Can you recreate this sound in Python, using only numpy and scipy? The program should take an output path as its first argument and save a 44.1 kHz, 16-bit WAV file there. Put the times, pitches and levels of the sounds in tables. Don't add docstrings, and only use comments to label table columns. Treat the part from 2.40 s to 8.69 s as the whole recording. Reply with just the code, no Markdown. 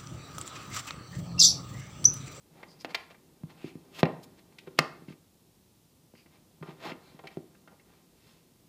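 import sys
import numpy as np
from scipy import signal
from scipy.fft import rfft, irfft, next_fast_len
from scipy.io import wavfile

SR = 44100
rng = np.random.default_rng(int(sys.argv[2]) if len(sys.argv) > 2 else 0)


def log_audio(samples):
    frames = np.atleast_2d(samples).T
    limited = np.clip(frames, -1, 1)
    pcm = np.round(limited * 32767).astype(np.int16)
    wavfile.write(sys.argv[1], SR, pcm)


N = 277290

SQUARE_HIT_SCUFF = 0.13


def from_db(db):
    return 10 ** (np.asarray(db) / 20)


def at_hz(hz, known_hz, values):
    return np.interp(np.log(np.maximum(hz, 1)), np.log(known_hz), values)


def coloured(x, known_hz, db):
    size = next_fast_len(len(x))
    hz = np.fft.rfftfreq(size, 1 / SR)
    gain = from_db(at_hz(hz, known_hz, db))
    return irfft(rfft(x, size) * gain, size)[:len(x)]


def tilted(db, known_hz, pivot_hz, brightness):
    octaves = np.log2(np.asarray(known_hz) / pivot_hz)
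    return np.asarray(db) + brightness * octaves


def add(track, s, sound):
    start = max(round(s * SR), 0)
    track[start:start + len(sound)] += sound[:max(len(track) - start, 0)]


def resonance(x, hz, width):
    r = np.exp(-np.pi * width / SR)
    poles = [1, -2 * r * np.cos(2 * np.pi * hz / SR), r * r]
    return (1 - r * r) / 2 * signal.lfilter([1, 0, -1], poles, x)


def room_tone():
    # hz, relative_level_db (per Hz)
    floor_spectrum = [(15, -54.5), (25, -34.5), (43, -14), (75, -10.5), (98, -8), (131, -9), (172, -6.5),
                      (207, -10), (373, -14.5), (588, -22.5), (673, -22.5), (1000, -25.5), (1580, -33),
                      (3830, -28.5), (15000, -31.5)]
    floor_db = -63.5
    tone = coloured(rng.standard_normal(N), *np.transpose(floor_spectrum))
    return from_db(floor_db) * tone / tone.std()


def handling():
    # time_s, relative_level_db (still level included)
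    hand_levels = [(0.0, -68.5), (0.19, -57), (0.38, -58), (0.51, -61.5), (0.82, -64), (1.72, -56),
                   (2.08, -62), (2.57, -55.5), (2.8, -66.5), (3.52, -68), (4.22, -64), (4.38, -58),
                   (5.31, -64.5), (6.29, -66)]
    # hz, relative_level_db
    hand_colour = [(80, -4), (160, 0), (350, -0.5), (700, -11.5), (1500, -18), (4000, -23), (10000, -34)]
    still_db, gain_db = -68, 12.5
    level_db = np.interp(np.arange(N) / SR, *np.transpose(hand_levels))
    excess_power = from_db(level_db) ** 2 - from_db(still_db) ** 2
    pressure = np.sqrt(np.maximum(excess_power, 0))
    rumble = coloured(rng.standard_normal(N), *np.transpose(hand_colour))
    return from_db(gain_db) * pressure * rumble


def swell(half_s, roundness=1.7):
    t = np.arange(SR) / SR - .5
    return np.exp(-np.abs(t / half_s) ** roundness)


def slips(per_s=2200, spread_db=4.5, smooth=0.91):
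    excess_db = spread_db * np.minimum(rng.exponential(1, SR), 4)
    sizes = from_db(excess_db) * rng.choice([-1, 1], SR)
    grains = sizes * (rng.random(SR) < per_s / SR)
    hiss = smooth * rng.standard_normal(SR)
    return (grains / grains.std() + hiss) / np.hypot(1, smooth)


def friction():
    # peak_s, half_length_s, relative_level_db, brightness_db_per_octave
    strokes = [(0.199, 0.054, -55, -4.5), (0.415, 0.013, -48.5, 6), (0.508, 0.015, -40.5, -1),
               (.713, .015, -44.5, -1.5), (1.11, 0.02, -47, -0.5), (1.205, 0.048, -51, -0.5),
               (1.277, 0.029, -46, 2), (1.568, .03, -42, 4), (1.596, .014, -30.5, 3),
               (1.839, 0.01, -48.5, 10), (1.99, 0.013, -51.5, 2), (2.126, .007, -53.5, 0),
               (2.27, 0.006, -51, -3), (2.704, 0.024, -49, 1.5), (3.953, .045, -56, 0),
               (4.29, 0.04, -44.5, -3), (4.464, 0.043, -32.5, -1), (4.498, 0.015, -36, -2),
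               (4.689, 0.13, -56, -0.5), (4.916, 0.055, -52, .5), (5.322, 0.019, -59, -9.5),
               (5.54, 0.089, -59, -.5), (5.891, 0.11, -55, 4)]
    stroke_hz = [800, 2400, 4700, 9500]
    stroke_force, pivot_hz = [-0.5, -3.5, -10, -25.5], 2430
    out = np.zeros(N + SR)
    for s, half_s, db, brightness in strokes:
        colour_db = db + tilted(stroke_force, stroke_hz, pivot_hz, brightness)
        stroke = coloured(slips(), stroke_hz, colour_db) * swell(half_s)
        add(out, s, stroke)
    return out[SR // 2:][:N]


def force_pulse(known_hz, db, size=2048):
    hz = np.fft.rfftfreq(size, 1 / SR)
    cepstrum = irfft(np.log(from_db(at_hz(hz, known_hz, db))))
    causal = 1 + np.sign(size / 2 - np.arange(size))
    causal[0] = 1
    return irfft(np.exp(rfft(cepstrum * causal)))


def click_pulse(db, brightness, favoured_hz):
    contact_hz = [170, 420, 1000, 2200, 4500, 9500]
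    click_force, pivot_hz = [-4.5, 2.5, -2, -1.5, -11, -32], 1540
    favour_db, favour_octaves = 8.5, .38
    hz = np.geomspace(100, 16000, 80)
    base = at_hz(hz, contact_hz, tilted(click_force, contact_hz, pivot_hz, brightness))
    hump = favour_db * np.exp(-(np.log2(hz / favoured_hz) / favour_octaves) ** 2)
    return force_pulse(hz, db + base + hump)


def clicks():
    # time_s, relative_level_db, brightness_db_per_octave, favoured_hz
    click_table = [(.23, -12.5, -2, 2020), (0.447, 1, -.5, 308), (.546, 1, 3, 2040), (.549, 2.5, 3.5, 4470),
                   (.5505, -3.5, 1.5, 2050), (0.744, -24, -1.5, 2100), (1.654, -2, -2, 2200),
                   (2.185, -18.5, 6.5, 2650), (2.273, -14, -4.5, 400), (2.3868, 0.5, 3.5, 2500),
                   (2.6826, -23.5, 0.5, 2600), (2.723, -24, -1, 2200), (3.7508, -26.5, -3, 2400),
                   (3.859, -27.5, -4.5, 2200), (4.2261, -11.5, -4.5, 1340), (4.5172, -10.5, -1, 2440),
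                   (4.7913, -15.5, -2, 960), (4.8386, -17, -5, 756), (4.852, -18.5, -3.5, 745),
                   (4.871, -12, 3, 2360), (5.148, -28.5, -1.5, 1600), (5.275, -20.5, -2.5, 1394),
                   (5.396, -29, 0, 2000)]
    room_db, clean_hit_db = -11, 0
    out = []
    for s, db, brightness, favoured_hz in click_table:
        scuff = 1 / (1 + from_db(db - clean_hit_db))
        out.append((s, click_pulse(db, brightness, favoured_hz), room_db, scuff))
    return out


def thuds():
    # time_s, relative_level_db, rolloff_hz
    thud_table = [(1.035, 15, 193), (1.243, 11.5, 339), (1.354, 6.5, 310), (1.654, 14, 230),
                  (2.4028, 13, 379), (2.621, -2.5, 343), (2.6828, 4.5, 300), (2.704, 4.5, 294),
                  (3.738, -10.5, 560), (4.212, 6, 196), (4.286, 2, 363), (4.52, 5, 326), (4.7446, -4, 248),
                  (4.971, 11, 426)]
    # multiple_of_rolloff, relative_level_db
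    thud_force = [(.3, -0.5), (1, -1), (2.5, -29), (7, -38), (24, -60)]
    room_db = -13
    multiples, thud_db = np.transpose(thud_force)
    out = []
    for s, db, rolloff_hz in thud_table:
        pulse = force_pulse(rolloff_hz * multiples, db + thud_db)
        out.append((s, pulse, room_db, SQUARE_HIT_SCUFF))
    return out


def knock():
    # hz, relative_level_db
    knock_force = [(170, 28.5), (520, 28.5), (800, 20), (1100, 12), (2200, 9), (4000, 3.5), (6000, -13.5),
                   (9500, -38.5)]
    time_s, room_db = 1.631, -13
    return time_s, force_pulse(*np.transpose(knock_force)), room_db, SQUARE_HIT_SCUFF


def snap():
    # hz, relative_level_db
    snap_force = [(170, 18), (280, 21), (620, 13.5), (1000, 22), (1600, 18.5), (2550, 19), (3250, 7.5),
                  (4700, 15), (7000, 4.5), (14000, -9)]
    time_s, room_db = 2.3895, -14
    return time_s, force_pulse(*np.transpose(snap_force)), room_db, SQUARE_HIT_SCUFF


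def contacts(scuff_s=0.0023, glancing_s=0.0048, skid_rise_s=.0012, size=1024):
    near, far = np.zeros(N), np.zeros(N)
    t = np.arange(size) / SR
    for s, force, room_db, scuff in [knock(), snap()] + clicks() + thuds():
        scuff = np.clip(scuff, 0, 1)
        fade = np.exp(-t / (scuff_s + glancing_s * scuff))
        skid = rng.standard_normal(size) * fade * (1 - np.exp(-t / skid_rise_s))
        touch = np.sqrt(scuff) * skid / np.linalg.norm(skid)
        touch[0] = np.sqrt(1 - scuff)
        pulse = signal.fftconvolve(force, touch)
        add(near, s, pulse)
        add(far, s, pulse * from_db(room_db))
    return near, far


def squeaks(width_hz=450):
    # peak_s, half_length_s, mode_hz, level_db
    squeak_table = [(0.313, 0.034, 4840, -60), (0.41, 0.014, 4950, -54.5), (.508, .012, 4540, -58),
                    (0.579, 0.057, 2420, -55.5), (1.26, 0.059, 2470, -57.5), (1.563, 0.022, 2790, -53),
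                    (2.214, 0.026, 3560, -67), (2.382, 0.0053, 2860, -49.5), (3.796, 0.038, 2430, -65),
                    (3.793, 0.05, 4820, -68.5), (4.68, 0.061, 4100, -67.5)]
    out = np.zeros(N + SR)
    for s, half_s, hz, db in squeak_table:
        song = resonance(slips(), hz, width_hz)
        add(out, s, from_db(db) * song / song.std() * swell(half_s))
    return out[SR // 2:][:N]


def scatter(x):
    for delay, share in [(6, .45), (17, .5)]:
        gap = np.zeros(delay - 1)
        x = signal.lfilter(np.r_[-share, gap, 1], np.r_[1, gap, -share], x)
    return x


def body(force, dead_db, lowest_hz=132):
    # mode_hz, width_hz, relative_level_db
    modes = [(167, 53, 7), (259, 89, -0.5), (358, 94, 1.5), (470, 60, -0.5), (616, 150, 2), (782, 110, 1),
             (912, 92, 1), (1039, 64, 2), (1198, 73, 3.5), (1378, 91, 1), (1570, 120, 0), (1880, 240, 1.5),
             (2120, 110, 2), (2350, 64, 3.5), (2656, 210, 4), (3155, 260, 1.5), (3610, 420, 1),
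             (4125, 300, 2), (4610, 350, -0.5), (5240, 450, 1.5), (6450, 420, 2), (7437, 320, 3),
             (8470, 710, -3), (10475, 1600, 1.5), (12000, 320, 0), (13640, 1223, -1)]
    ringing = sum(from_db(db) * resonance(force, hz, width) for hz, width, db in modes)
    out = from_db(dead_db) * force + ringing
    highpass = signal.butter(3, lowest_hz, "high", fs=SR, output="sos")
    return signal.sosfilt(highpass, scatter(out))


def room(x, build_s=.006, early_db=3, early_s=0.045):
    # hz, relative_level_db, t60_s
    room_bands = [(89.3, -8, 0.4), (158, 3, 0.42), (402, 1, .44), (987.8, 1, .47), (2290, -4.5, 0.39),
                  (4820, -8.5, 0.41), (10000, -10.5, 0.36), (16000, -15, .2)]
    t = np.arange(SR * 3 // 4) / SR
    hz = np.fft.rfftfreq(len(t), 1 / SR)
    known_hz, level_db, t60s = np.transpose(room_bands)
    noise, echoes = rfft(rng.standard_normal(len(t))), 0
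    build = 1 - np.exp(-(t / build_s) ** 2)
    early = from_db(early_db * np.exp(-t / early_s))
    for share, db, t60 in zip(np.eye(len(room_bands)), level_db, t60s):
        fade = np.exp(-np.log(1000) * t / t60) * build * early
        band = irfft(noise * at_hz(hz, known_hz, share), len(t))
        echoes = echoes + from_db(db) * band * fade / np.linalg.norm(fade)
    return signal.fftconvolve(x, echoes)[:N]


def scene(contact_db=-2.0, rub_db=-1, rub_room_db=-11):
    near, far = contacts()
    rubbing = from_db(rub_db) * friction() + handling()
    direct = body(from_db(contact_db) * near + rubbing, dead_db=-15) + squeaks()
    echoes = room(body(far + from_db(rub_room_db) * rubbing, dead_db=-6.5))
    return (direct + echoes + room_tone())[None]


def record(dry, top=0.86):
    lowpass = signal.ellip(10, .1, 90, 15100, fs=SR, output="sos")
    return signal.sosfilt(lowpass, top * np.tanh(dry / top))


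dry = scene()
out = record(dry)
log_audio(out)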